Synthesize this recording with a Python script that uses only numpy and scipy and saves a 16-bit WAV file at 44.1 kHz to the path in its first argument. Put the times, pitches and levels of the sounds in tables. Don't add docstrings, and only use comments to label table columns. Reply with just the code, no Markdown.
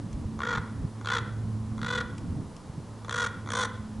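import sys
import numpy as np
from scipy import signal
from scipy.fft import rfft, irfft
from scipy.io import wavfile

SR = 44100
rng = np.random.default_rng(int(sys.argv[2]) if len(sys.argv) > 2 else 0)


def store_pcm(level_fs):
    pcm = np.round(np.clip(level_fs, -1, 1) * 32767).astype(np.int16)
    wavfile.write(sys.argv[1], SR, np.atleast_2d(pcm).T)


N = 176400
T = np.arange(N) / SR


def from_db(db):
    return 10 ** (np.asarray(db) / 20)


def rms_one(x):
    return x / np.sqrt(np.mean(x ** 2) + 1e-20)


def read(rows, at):
    key, *columns = np.transpose(rows)
    return [np.interp(at, key, c) for c in columns]


def at_hz(points, hz):
    knots_hz, values = np.transpose(points)
    return np.interp(np.log(hz + 1), np.log(knots_hz), values)


def pan(db):
    return from_db(np.array([[db], [-db]]) / 2)


def cut(x, hz, kind, order=2):
    return signal.sosfilt(signal.butter(order, hz, kind, fs=SR, output="sos"), x + 1e-18)


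def drift(rate_hz):
    knots = rng.standard_normal(400)
    return np.interp(T * rate_hz, np.arange(len(knots)), knots)


def resonate(x, table):
    out = 0
    for k, (hz, width, db) in enumerate(table):
        r = np.exp(-np.pi * width / SR)
        poles = [1, -2 * r * np.cos(2 * np.pi * hz / SR), r * r]
        ring = (1 - r * r) / 2 * signal.lfilter([1, 0, -1], poles, x + 1e-18)
        out = out + (-1) ** k * from_db(db) * ring
    return out


def impulses(rows):
    out = np.zeros(N)
    for s, db in rows:
        out[int(s * SR)] = from_db(db)
    return out


def puffs(triggers, decay_s):
    envelope = signal.lfilter([1], [1, -np.exp(-1 / (decay_s * SR))], triggers + 1e-18)
    return envelope * rng.standard_normal(N)


# (frequency [Hz], correlation [0-1])
LIKENESS = [(40, 1), (130, .95), (280, 0.9), (1000, .97), (4000, .92), (10000, 0.8)]

def stereo_noise(spectrum):
    hz = np.arange(N // 2 + 1) * SR / N
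    mid, side = rfft(rng.standard_normal((2, N)))
    alike = np.clip(at_hz(LIKENESS, hz), 0, 1)
    channels = np.sqrt(1 + alike) * mid + np.sqrt(1 - alike) * side * [[1], [-1]]
    return rms_one(irfft(from_db(at_hz(spectrum, hz)) * channels, N))


# (time [s], relative level [dB])
GUSTS = [(0.0, -41.5), (0.22, -38.5), (0.52, -47), (0.59, -40), (0.66, -47.5), (0.86, -36.5), (0.89, -50.5),
         (1.26, -45.5), (1.44, -43), (2.14, -45), (2.37, -38.5), (2.63, -53.5), (2.78, -49), (2.85, -51.5),
         (3.94, -47), (4.0, -43.5)]
# (frequency [Hz], relative density [dB])
RUMBLE = [(20, -17), (45, -7.5), (80, 0), (140, -1.5), (200, -4), (280, -7.5), (400, -21), (800, -33),
          (2000, -70)]
# (time [s], level [dB], frequency [Hz])
THUMPS = [(.141, -24, 55.4), (0.254, -19, 90), (0.575, -23.5, 110), (.596, -25.5, 120),
          (.844, -18.5, 115.5), (2.300, -22.5, 87), (2.373, -26, 139), (2.696, -26.5, 117),
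          (2.779, -26, 131)]

def wind(rumble_db=4.5, rise_cycles=0.47):
    gust_db, = read(GUSTS, T)
    out = from_db(gust_db + rumble_db + 1.8 * drift(14)) * stereo_noise(RUMBLE)
    for s, db, hz in THUMPS:
        cycles = np.maximum(T - s, 0) * hz
        swell = cycles / rise_cycles
        envelope = (swell * np.exp(1 - np.minimum(swell, 50))) ** 2
        out = out + from_db(db) * envelope * np.sin(2 * np.pi * cycles)
    return out * pan(-1.6)


# (time [s], pitch [Hz], fundamental [dB], octave [dB])
ENGINE_HUM = [(0, 107.1, -36.5, -50.5), (.35, 110, -51, -40), (.6, 110.3, -42.5, -44),
              (1.05, 109.1, -41, -49), (1.4, 108.7, -34, -45.5), (1.8, 109, -37.5, -39.5),
              (2.15, 110, -44.5, -52), (2.6, 106.8, -57, -59.5), (2.95, 108.1, -43, -53),
              (3.5, 107, -39.5, -45), (4, 107.5, -45, -41)]

def engine(waver_db=1.5):
    hz, *levels_db = read(ENGINE_HUM, T)
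    phase = 2 * np.pi * np.cumsum(hz + 0.59 * drift(9.02)) / SR
    hum = sum(from_db(db + waver_db * drift(11)) * np.sin(k * phase) for k, db in enumerate(levels_db, 1))
    return np.sqrt(2) * pan(-2) * hum


# (frequency [Hz], relative density [dB])
AIR = [(30, -4), (100, -1), (250, -2), (450, -1.5), (700, -8), (1000, -5), (1500, -14.5), (2500, -22),
       (5000, -22), (10500, -26.5)]

def distant_air():
    return from_db(-49) * stereo_noise(AIR)


# (time [s], trigger level [dB])
CLICKS = [(.1291, -39.5), (2.1809, -36.5), (2.5646, -39)]
# (frequency [Hz], width [Hz], gain [dB])
CLICK_BODY = [(2490, 500, 2.5), (3300, 320, 2), (5340, 930, 3), (8500, 2700, -6)]

def dry_clicks():
    return resonate(puffs(impulses(CLICKS), decay_s=0.0033), CLICK_BODY)


def scatter(db, t60_s):
    white = stereo_noise([(20, 0), (20000, 0)])
    decay = from_db(-60 * T / t60_s)
    return from_db(db) * rms_one(decay * white) / np.sqrt(N)


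# (delay [s], level [dB])
ECHOES = [(.0068, -18.5), (.024, -39), (.062, -21.5), (.098, -24), (.124, -19)]

def outdoors(x):
    far = cut(scatter(-9, t60_s=0.64) + impulses(ECHOES), 3040, "low")
    near = scatter(-12.5, t60_s=0.16)
    return signal.fftconvolve(x[None], far + near, axes=1)[:, :N]


# (frequency [Hz], width [Hz], gain [dB])
CHEST = [(472, 72, -4)]
LOW = [(1079, 229, 0.5)]
THROAT = [(1438, 252, 5.5), (2004, 267, -3), (2385, 200, -11)]
BEAK = [(3383, 280, -6.5), (4220, 800, -15.5)]
TREBLE = [(5810, 640, -15.5), (6900, 790, -19)]
TOP = [(8300, 680, -23.5), (10010, 470, -27)]

def throat(pulses, rasp, chest_db, low_db, beak_db, treble_db, top_db):
    bands = [(CHEST, chest_db), (LOW, low_db), (THROAT, 0),
             (BEAK, beak_db), (TREBLE, treble_db), (TOP, top_db)]
    resonances = [(hz, width, db + lift) for band, lift in bands for hz, width, db in band]
    source = pulses + from_db(-11.5) * puffs(rasp, decay_s=0.0015)
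    return from_db(-4.5) * cut(resonate(source, resonances), 390, "high", order=3)


# (time [s], pulse level [dB])
CATCHES = [(.391, -4), (1.012, -9), (1.047, -4), (1.780, -6), (1.791, -10), (3.047, -6), (3.082, -4),
           (3.461, -7), (3.474, -1.5), (3.489, -0.5)]

def catches(pitch_hz=493, second_db=-7.5):
    second_pulses = [(s + 1 / pitch_hz, db + second_db) for s, db in CATCHES]
    pulses = impulses(CATCHES) + impulses(second_pulses)
    return throat(pulses, pulses * .5, chest_db=3, low_db=8.5, beak_db=-1, treble_db=2, top_db=-17)


# (start [s], bursts [count], first gap [s], gap growth [s per burst],
# pitch [Hz], pulse level [dB], openness [factor], harshness [factor], closing pitch drop [share],
# then the lifts of the chest, low, beak, treble and top bands [dB])
CROAKS = [(.4040, 10, 0.014, 0.0012, 480, 2.9, 0.95, 0.99, .12, 3.5, 3, -2, -3, -12),
          (1.0580, 9, 0.014, .00046, 498, 5.76, 0.84, 1.17, 0.12, -1, 1.5, 1.5, -0.5, -2),
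          (1.8156, 10, 0.014, 0.0017, 498.2, 2.85, 0.95, 0.6, 0.056, 2, 2, 3, -1, -2),
          (3.0944, 10, .0146, .00100, 480, 3.75, 1.0, 0.95, .05, 2, 1.5, 1, 4, 3),
          (3.5033, 9, 0.015, 0.00085, 507.8, 2.8, 1.07, 1.1, .13, 5, 5, 3.5, 7, 7.5)]
# (progress [0-1], open part of the gap [share], level [dB], pitch [ratio], roughness [0-1])
COURSE = [(0, 0.089, 1.5, 1.0, 0.54), (.25, 0.3, 0.5, .975, 0.29), (.5, 0.6, 2, .995, 0.12),
          (.75, 0.69, 2.5, 1.008, 0.1), (.88, 0.58, 2, 1.0, 0.2), (1, 0.42, -1.5, 1.0, 0.4)]
DROP_FROM, BURST_DROOP = .72, 0.018
JITTER, SHIMMER_DB = .09, 1.5
SWELL_S, SWELL_DB = 0.0025, -2
BURST_SAG_DB, CLOSE_S = 0.5, 0.0033

def croak(start, bursts, first_gap, growth, hz, db, openness, harshness, drop, *lifts_db):
    pulses, rasp = np.zeros((2, N))
    chance = rng.standard_normal((12, 2, 14))
    for k in range(bursts):
        gap = first_gap + growth * k
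        progress = k / (bursts - 1)
        share, course_db, ratio, rough = read(COURSE, progress)
        rough = rough * harshness
        timing, strength = chance[k]
        open_s = gap * share * openness
        through = np.minimum(np.arange(len(timing)) / hz / open_s, 1)
        closing_fall = drop * max(progress - DROP_FROM, 0) / (1 - DROP_FROM)
        fall = closing_fall + BURST_DROOP * (through - .5)
        periods = (1 + JITTER * rough * timing) / (hz * ratio * (1 - fall))
        age = np.cumsum(periods) - periods[0]
        shape_db = SWELL_DB * share * np.exp(-age / SWELL_S) - BURST_SAG_DB * through
        gate = np.clip((open_s - age) / CLOSE_S + .5, 0, 1)
        size = from_db(db + course_db + SHIMMER_DB * rough * strength + shape_db) * gate
        at = ((start + age) * SR).astype(int)
        pulses[at] += size
        rasp[at] += size * np.sqrt(rough)
        start += gap
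    return throat(pulses, rasp, *lifts_db)


def scene():
    raven = sum(croak(*row) for row in CROAKS) + catches()
    near = raven + dry_clicks()
    return near * pan(1) + outdoors(near) + wind() + engine() + distant_air()


def record(dry):
    return signal.sosfilt(signal.ellip(10, .2, 80, 11100, fs=SR, output="sos"), dry)


dry = scene()
out = record(dry)
store_pcm(out)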